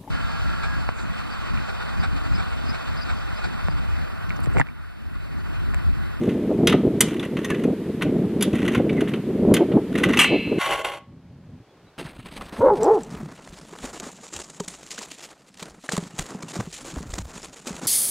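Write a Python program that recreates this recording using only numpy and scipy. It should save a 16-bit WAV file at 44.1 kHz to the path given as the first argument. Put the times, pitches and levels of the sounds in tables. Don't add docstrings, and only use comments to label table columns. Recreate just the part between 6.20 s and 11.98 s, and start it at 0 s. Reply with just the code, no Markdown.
import sys
import numpy as np
from scipy import signal
from scipy.fft import rfft, irfft, next_fast_len
from scipy.io import wavfile
from scipy.ndimage import uniform_filter1d

SR = 44100
rng = np.random.default_rng(int(sys.argv[2]) if len(sys.argv) > 2 else 0)


def dump(signal):
    limited = np.clip(np.atleast_2d(signal).T, -1, 1)
    pcm = np.round(limited * 32767).astype(np.int16)
    wavfile.write(sys.argv[1], SR, pcm)


N = 254898
TIME = np.arange(N) / SR

# start_s, level_db
WIND = [(0.0, -22.5), (0.38, -23.5), (0.4, -15.5), (1.18, -28), (1.51, -19.5), (1.55, -29), (2.01, -22.5),
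        (2.99, -22), (3.01, -28), (3.35, -14), (3.49, -26), (3.57, -16), (3.61, -29), (3.88, -20),
        (4.06, -28), (4.16, -22.5), (4.2, -29), (4.38, -21)]
# pitch_hz, level_db
WIND_COLOUR = [(15, -57.5), (25, -31.5), (112, -11), (216, -0.5), (431, -6.5), (554, -17.5), (603, -16),
               (1000, -32), (1400, -39), (1820, -67), (3080, -120)]
# centre_s, level_db, half_width_s
PUFFS = [(0.314, -19, 0.018), (0.41, -23.5, 0.0068), (0.546, -19, 0.012), (2.604, -15.5, 0.0094),
         (2.825, -19, 0.0083), (3.312, -16.5, .016), (3.416, -11.5, 0.017), (3.57, -15, 0.026),
         (4.139, -16.5, 0.033), (4.325, -14.5, 0.0077)]
# pitch_hz, level_db
PUFF_COLOUR = [(50, -25), (150, -15.5), (320, 5), (500, -2.5), (750, -12.5), (1100, -25.5), (1800, -43),
               (4000, -74.5)]
# pitch_hz, level_db
HISS = [(530, -26.5), (900, -2.5), (1000, -3), (1280, -6), (2040, -6.5), (3380, -12.5), (5550, -23.5),
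        (12100, -25), (14500, -29.5), (16000, -43.5)]
# pitch_hz, level_db
STILL = [(180, -29), (300, -4), (398, -3), (3350, -22), (3640, -23.5), (3950, -24.5), (4300, -25),
         (15000, -44.5), (16000, -46)]
# start_s, level_db
STILL_LEVEL = [(4.9, -61.5), (5.686, -56), (5.78, -56.5)]
# start_s, end_s, level_db
STROKES = [(0.0, 0.142, -46), (0.832, 1.068, -43.5), (1.177, 1.439, -42.5), (2.297, 2.593, -39.5),
           (2.711, 2.958, -47), (3.719, 3.995, -35)]
# start_s, level_db, treble_over_body_db, ring_hz
KNOCKS = [(0.0912, -22, -26, 2250), (0.4959, -11.5, -18, 2490), (0.5236, -9, -26.5, 1250),
          (0.9955, -22, -18, 3500), (1.028, -20.5, -23, 1480), (1.1685, -19, -25, 2200),
          (1.2454, -19.5, -12, 3560), (1.301, -14.5, -19.5, 2140), (1.3457, -22.5, -33, 2650),
          (1.8107, -20.5, -34, 1480), (1.8207, -11.5, -19, 2050), (2.353, -21.5, -17, 1980),
          (2.4787, -13.5, -20.5, 1980), (2.5479, -10.5, -24, 1460), (2.694, -19.5, -28, 2280),
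          (2.8064, -16.5, -21.5, 1730), (2.8745, -24, -35, 1810), (2.9357, -18, -27, 1550),
          (3.3657, -12, -19, 3130), (3.5174, -24.5, -40, 1400), (3.785, -23.5, -13, 1920),
          (3.8349, -5.5, -20.5, 1980), (3.9006, -18.5, -37, 2047), (3.9338, -9, -26.5, 2050),
          (3.9719, -7, -17.5, 2650), (4.0414, -4, -26, 2160)]
# pitch_hz, level_db
KNOCK_BODY = [(470, -44), (800, -11), (911, -11), (1130, -5.5), (1310, -8), (1490, -4.5), (1670, -11.5),
              (1960, -2.5), (2410, -9.5), (2730, -5), (3710, -14), (5000, -32.5), (6500, -60),
              (11000, -120)]
# pitch_hz, level_db
KNOCK_TREBLE = [(2820, -38), (4800, -5.5), (6020, 3.5), (6490, -1.5), (9770, -2), (10800, -4.5),
                (12400, -7), (13200, -11), (16000, -44)]
# start_s, body_db, treble_db, ping_hz
SNAPS = [(0.4717, -12, -22, 6000), (0.8065, -14, -10.5, 8200), (2.209, -26.5, -34, 10000),
         (2.2239, -20.5, -21.5, 10500), (3.3395, -19.5, -22, 9360)]
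# pitch_hz, level_db
SNAP_BODY = [(530, -54), (900, -8.5), (1430, -5), (1870, -3.5), (2080, 0.5), (2350, -6.5), (3200, 0),
             (3700, -4.5), (4180, -13), (5000, -11), (6500, -45), (11000, -120)]
# pitch_hz, level_db
SNAP_TREBLE = [(2470, -41.5), (4200, -15.5), (5490, -10.5), (6010, 0.5), (7470, -3), (8130, -8), (8790, -7),
               (10200, -1.5), (13100, -9), (15600, -24.5), (16000, -38.5)]
# start_s, length_s, starting_pitch_hz, level_db
SQUEAKS = [(1.238, 0.031, 1930, -34), (1.293, 0.047, 1860, -31), (2.468, 0.032, 2020, -34),
           (2.762, 0.047, 2170, -35)]
# start_s, level_db
CLANGS = [(3.9885, -7), (3.9995, -13.5), (4.013, -17.5)]
# pitch_hz, level_db
CLANG_COLOUR = [(410, -52), (700, -21.5), (1110, -12.5), (1200, -9.5), (1350, -16), (2250, -9.5),
                (2460, -11.5), (2760, -2.5), (3350, -11.5), (3850, -33.5), (8210, -23), (9580, -31),
                (10700, -26.5), (12700, -34), (15000, -84)]
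# pitch_hz, level_db, t60_s
TUBE = [(1744, -21, 1.0), (2040, -12, .9), (2186, -5, .8), (2308, -12, .9), (2325, -10, 1.2),
        (2554, -11, 1.2), (2600, -2, 1.2), (2665, 0, .25), (2687, -9, .8), (2778, -1, .9), (2838, -9, .6),
        (2970, -14, .8), (3023, -11, .8), (3133, -14, .8), (3245, -3, .3), (2268, 0, .35), (4075, -15, 1.4),
        (7950, -10, .13), (10400, -14, .13)]
# pitch_hz, level_db
TUBE_CROWD = [(1000, -40), (1900, -10.5), (2700, -5), (3200, -3.5), (3700, -11.5), (4100, -4.5),
              (4400, -17.5), (4620, -14), (5000, -28), (9000, -50)]
# start_s, full_push_until_s, end_s, level_db
SHOVES = [(4.379, 4.513, 4.625, -24.5), (4.63, 4.648, 4.79, -29)]
# start_s, level_db
BUMPS = [(4.46, -20.5), (4.507, -21), (4.60, -32), (4.6453, -19), (4.741, -36)]
# pitch_hz, level_db
DRAG_COLOUR = [(180, -36), (300, -9), (458, -12.5), (566, -5.5), (684, -11.5), (806, -1.5), (985, -7),
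               (1080, -1.5), (1230, -14.5), (1470, -5.5), (1820, -12.5), (2090, -5.5), (2380, -11.5),
               (3050, -8), (5000, -30.5), (6500, -57), (11000, -120)]
# pitch_hz, level_db
RASP_COLOUR = [(2290, -41), (3900, -5.5), (4390, -0.5), (4910, -17), (5320, -3.5), (6440, -8), (7130, -6.5),
               (10100, -9), (13100, -13.5), (15000, -30)]
# pitch_hz, level_db, t60_s
STAND = [(578, -5, .15), (648, -2, .15), (717, -6, .15), (815, -2, .12), (1104, -4, .36), (1420, -12, .12),
         (2040, -5, .12), (2675, -4, .1), (3090, -4, .1)]
# start_s, level_db
BREEZE = [(4.8, -55), (4.892, -46), (5.422, -42.5), (5.446, -62.5), (5.664, -54.5), (5.78, -65)]
# pitch_hz, level_db
BREEZE_COLOUR = [(15, -56), (25, -22), (123, -2), (184, -5), (216, -11), (249, -7), (397, -27), (600, -30),
                 (780, -56), (1320, -120)]
# start_s, length_s, starting_pitch_hz, level_db
CHIRPS = [(5.475, 0.064, 3420, -69), (5.66, .045, 3960, -64)]
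# pitch_hz, level_db
WIDTH = [(60, -49.5), (200, -46.5), (380, -25.5), (700, -17), (1300, -33.5), (2400, -39.5), (4400, -6.5),
         (8000, -9), (15000, 3)]
# pitch_hz, level_db
SURROUND = [(300, -28.5), (2400, -17.5), (4400, -0.5), (8000, -1), (15000, 6.5)]

CUT_S = 4.392
HISS_DB = -48.5
TICK_OVER_RUB_DB, TICK_SPREAD_DB, TICK_TREBLE_DB = 12.0, 3, -19.0
TICK_HZ, TICK_SPREAD_OCTAVES = 2045, 0.3
SQUEAK_SAG_HZ_PER_S, SQUEAK_JITTER_HZ = 4500.0, 45.0
SHOVE_ATTACK_S, SHOVE_SAG_DB_PER_S, SHOVE_RELEASE_S = 0.023, 96, 0.01
RASP_DB, RASP_SAG_DB_PER_S = -15.5, 93
FULL_WEIGHT_S = 4.458
CUTOFF_HZ = 16700


def from_db(db):
    return 10 ** (np.asarray(db) / 20)


def rms_one(x):
    return x / np.sqrt(np.mean(x ** 2) + 1e-20)


def in_time(rows):
    s, *columns = np.transpose(rows)
    return [np.interp(TIME, s, column) for column in columns]


def at_hz(points, hz):
    f, db = np.transpose(points)
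    return np.interp(np.log(hz + 1), np.log(f + 1), db)


def convolve(x, response):
    return signal.oaconvolve(x, response)[:len(x)]


def low_pass(x, hz, order):
    return signal.sosfilt(signal.butter(order, hz, fs=SR, output="sos"), x)


def high_pass(x, hz, order):
    return signal.sosfilt(signal.butter(order, hz, "high", fs=SR, output="sos"), x)


def response_of(spectrum, size=4096):
    cepstrum = irfft(np.log(from_db(at_hz(spectrum, np.fft.rfftfreq(size, 1 / SR)))))
    cepstrum[1:size // 2] *= 2
    cepstrum[size // 2 + 1:] = 0
    return irfft(np.exp(rfft(cepstrum)))


def coloured(x, spectrum):
    response = response_of(spectrum)
    return convolve(x, response / np.linalg.norm(response))


def noise(spectrum):
    return coloured(rng.standard_normal(N), spectrum)


def drift(rate_hz):
    r = np.exp(-80 * np.pi * rate_hz / SR)
    slow = signal.lfilter([1], [1, -2 * r, r * r], rng.standard_normal(N // 40 + 2002))
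    slow = slow[2000:]
    return np.interp(np.arange(N) / 40, np.arange(len(slow)), rms_one(slow))


def evened(x, span_s):
    power = uniform_filter1d(x ** 2, max(int(span_s * SR), 2)).clip(0)
    return x / np.sqrt(power + 1e-9)


def ring(force, hz, t60):
    r, w = from_db(-60 / (t60 * SR)), 2 * np.pi * hz / SR
    return signal.lfilter([0, np.sin(w)], [1, -2 * r * np.cos(w), r * r], force + 1e-18)


def chatter(hits, rise_s, t60, first=0.0, size=8192):
    out, t = np.zeros(N + size), np.arange(size) / SR
    shape = (1 - np.exp(-t / rise_s)) * from_db(-60 * t / t60)
    for (s, db), contacts in zip(hits, rng.standard_normal((len(hits), size))):
        at = round(s * SR)
        out[at:at + size] += from_db(db) * shape * contacts
        out[at] += from_db(db) * first
    return out[:N]


def steely(x, t60, share, count=48, size=4096):
    t = np.arange(size) / SR
    hz = np.linspace(4500, 14500, count) + rng.uniform(-100, 100, count)
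    strength, phase = rng.rayleigh(1, (count, 1)), rng.uniform(0, 2 * np.pi, (count, 1))
    modes = np.sum(strength * np.sin(2 * np.pi * hz[:, None] * t + phase), axis=0)
    modes = modes * from_db(-60 * t / t60)
    share = np.clip(share, 0, 1)
    ringing = convolve(x, modes / np.linalg.norm(modes))
    return np.sqrt(1 - share) * x + np.sqrt(share / 2) * ringing


def whistle(rows, sag_hz_per_s, jitter_hz):
    out, jitter = np.zeros(N), jitter_hz * drift(150)
    for s, length, hz, db in rows:
        inside = (TIME > s) & (TIME < s + length)
        t = TIME[inside] - s
        phase = 2 * np.pi * np.cumsum(hz - sag_hz_per_s * t + jitter[inside]) / SR
        swell = np.sin(np.pi * t / length)
        out[inside] += from_db(db) * swell * np.sqrt(2) * np.sin(phase)
    return out


def wind(edge_hz=600, edge_db=-22.0, body_db=0.08, flutter_db=3.0, brightening=0.38, usual_db=-22.0):
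    level_db = in_time(WIND)[0] + flutter_db * drift(31)
    eddies = low_pass(noise(WIND_COLOUR), edge_hz, 4)
    fast = high_pass(noise(WIND_COLOUR), edge_hz, 4)
    buffet = evened(eddies, 0.033) * from_db(level_db + body_db)
    edge_level_db = level_db + edge_db + brightening * (level_db - usual_db)
    edge = evened(fast, 0.028) * from_db(edge_level_db)
    swell = sum(from_db(db) * np.exp(-((TIME - s) / width) ** 2) for s, db, width in PUFFS)
    return buffet + edge + swell * evened(noise(PUFF_COLOUR), 0.015)


def outdoors(windy):
    in_wind = from_db(HISS_DB) * noise(HISS)
    in_calm = from_db(in_time(STILL_LEVEL)[0]) * noise(STILL)
    return windy * in_wind + (1 - windy) * in_calm


def rubbing(grain_db=7.5, treble_db=-15.5, creak_db=2.5):
    motion = np.zeros(N)
    for start, end, db in STROKES:
        arch = 4 * (TIME - start) * (end - TIME) / (end - start) ** 2
        motion += from_db(db) * np.sqrt(np.clip(arch, 0, 1))
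    clumps_db = grain_db * drift(70) + creak_db * drift(300)
    slips = motion * evened(rng.standard_normal(N) * from_db(clumps_db), 0.3)
    return coloured(slips, KNOCK_BODY) + from_db(treble_db) * coloured(slips, KNOCK_TREBLE)


def ticks(count=8):
    rows = []
    for start, end, rub_db in STROKES:
        s = start + (end - start) * (np.arange(count) + rng.random(count)) / count
        size, hardness, pitch = rng.standard_normal((3, count))
        level_db = rub_db + TICK_OVER_RUB_DB + TICK_SPREAD_DB * size
        treble_db = TICK_TREBLE_DB + TICK_SPREAD_DB * hardness
        hz = TICK_HZ * 2 ** (TICK_SPREAD_OCTAVES * pitch)
        rows.append(np.c_[np.maximum(s, 0), level_db, treble_db, hz])
    return np.vstack(rows)


def linkage(body_db=-7.5, treble_db=-2.0, ring_db=-25.0, size=2048):
    knocks = np.vstack([KNOCKS, ticks()])
    s, level_db, bright_db, _ = knocks.T
    body = chatter(np.c_[s, level_db + body_db], rise_s=0.0014, t60=0.059, first=2.4)
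    treble = chatter(np.c_[s, level_db + bright_db + treble_db], rise_s=0.00074, t60=0.046, first=2.6)
    rings, rebounds = np.zeros(N), np.exp(-np.arange(size) / SR / 0.0062)
    for at, db, _, hz in knocks:
        start = round(at * SR)
        force = rebounds * rng.standard_normal(size)
        rings[start:start + size] += from_db(db + ring_db) * ring(force, hz, 0.014)
    treble = steely(coloured(treble, KNOCK_TREBLE), t60=0.025, share=0.6)
    return coloured(body, KNOCK_BODY) + treble + rings


def socket(ping_db=-16.0, ping_t60=0.016, crack_db=1.5):
    s, body_db, treble_db, _ = np.transpose(SNAPS)
    body = chatter(np.c_[s, body_db], rise_s=0.0002, t60=0.081, first=3.6)
    crack = chatter(np.c_[s, treble_db + crack_db], rise_s=0.00022, t60=0.046, first=2.6)
    crack = steely(coloured(crack, SNAP_TREBLE), t60=0.02, share=0.4)
    pings = np.zeros(N)
    for at, _, db, hz in SNAPS:
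        force = chatter([(at, db + ping_db)], rise_s=0.0003, t60=0.046)
        pings += ring(force, hz, ping_t60)
    return coloured(body, SNAP_BODY) + crack + pings


def squeaks(rough_db=3.5):
    roughness = rms_one(from_db(rough_db * drift(300)))
    return whistle(SQUEAKS, SQUEAK_SAG_HZ_PER_S, SQUEAK_JITTER_HZ) * roughness


def crash(shimmer_db=-4.0):
    blows = coloured(chatter(CLANGS, rise_s=0.0017, t60=0.14), CLANG_COLOUR)
    return blows + from_db(shimmer_db) * steely(blows, t60=0.12, share=1)


def tube(waver_db=1.6, crowd_db=-29.5, crowd_t60=0.94, modes_db=-20.5):
    blow_s = CLANGS[0][0]
    since = TIME - blow_s
    crowd_level_db = crowd_db - 60 * np.abs(since) / crowd_t60
    out = (since > 0) * from_db(crowd_level_db) * noise(TUBE_CROWD)
    for (hz, db, t60), late_s in zip(TUBE, rng.uniform(0, 0.0037, len(TUBE))):
        blow = signal.unit_impulse(N, round((blow_s + late_s) * SR))
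        out += from_db(db + modes_db + waver_db * drift(25)) * ring(blow, hz, t60)
    return out


def shoving(sag_db_per_s):
    gain = np.zeros(N)
    for start, eased, end, db in SHOVES:
        push = from_db(db - sag_db_per_s * np.maximum(TIME - eased, 0))
        attack = np.clip((TIME - start) / SHOVE_ATTACK_S, 0, 1)
        release = np.clip((end - TIME) / SHOVE_RELEASE_S, 0, 1)
        gain += push * attack * release
    return gain


def stand(grit_db=3.0, grind_db=-1.0, split_hz=900, weight_db=2.0, plates_db=-36.0, judder_db=1.8, tilted_db=-18.0):
    crunch = evened(rng.standard_normal(N) * from_db(grit_db * drift(132)), 0.0241)
    grit = crunch * from_db(judder_db * drift(28))
    grind = grit * shoving(SHOVE_SAG_DB_PER_S)
    bumps = chatter(BUMPS, rise_s=0.00031, t60=0.065, first=2.5)
    plates = sum(from_db(db + plates_db) * ring(grind + bumps, hz, t60) for hz, db, t60 in STAND)
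    rasp = grit * from_db(RASP_DB) * shoving(RASP_SAG_DB_PER_S) + from_db(-15.5) * bumps
    rasp = steely(coloured(rasp, RASP_COLOUR), t60=0.05, share=0.6)
    body = coloured(from_db(grind_db) * grind + bumps, DRAG_COLOUR) + plates
    low = low_pass(body, split_hz, 3)
    high = high_pass(body, split_hz, 3)
    weight = np.clip((TIME - FULL_WEIGHT_S) / 0.003, from_db(tilted_db), 1)
    return high + from_db(weight_db) * weight * low + rasp


def light_air(flutter_db=3.0):
    lumps = rms_one(from_db(flutter_db * drift(13)))
    return from_db(in_time(BREEZE)[0]) * lumps * evened(noise(BREEZE_COLOUR), 0.092)


def bird():
    return whistle(CHIRPS, sag_hz_per_s=680.0, jitter_hz=30.0)


def garage(x, wet_gain=from_db(-9.0) / 2, low_t60=0.31, high_t60=0.16, split_hz=4500, size=22050):
    t = np.arange(size) / SR
    low = low_pass(rng.standard_normal(size), split_hz, 2)
    high = high_pass(rng.standard_normal(size), split_hz, 2)
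    tail = low * from_db(-60 * t / low_t60) + high * from_db(-60 * t / high_t60) / 2
    tail = tail * (1 - np.exp(-t / 0.0019))
    return wet_gain * convolve(x, tail / np.linalg.norm(tail))


def microphones(near, far, far_other):
    size = next_fast_len(N)
    hz = np.fft.rfftfreq(size, 1 / SR)
    near_side = -1j * rfft(near, size) * from_db(at_hz(WIDTH, hz))
    far_side = rfft(far_other, size) * from_db(at_hz(SURROUND, hz))
    side = irfft(near_side + far_side, size)[:N]
    return np.array([near + far + side, near + far - side])


def scene():
    windy = np.clip((CUT_S - TIME) / 0.0065, 0, 1)
    steel = linkage() + rubbing() + squeaks() + socket() + crash() + stand()
    near = steel + windy * (wind() + tube()) + (1 - windy) * (light_air() + bird())
    far = garage(steel) + outdoors(windy)
    far_other = garage(steel) + outdoors(windy)
    return microphones(near, far, far_other)


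def record(dry):
    held = dry / (1 + dry ** 8) ** (1 / 8)
    top_cut = signal.cheby2(14, 60, CUTOFF_HZ, fs=SR, output="sos")
    return signal.sosfilt(top_cut, high_pass(held, 32, 2))


dry = scene()
out = record(dry)
dump(out)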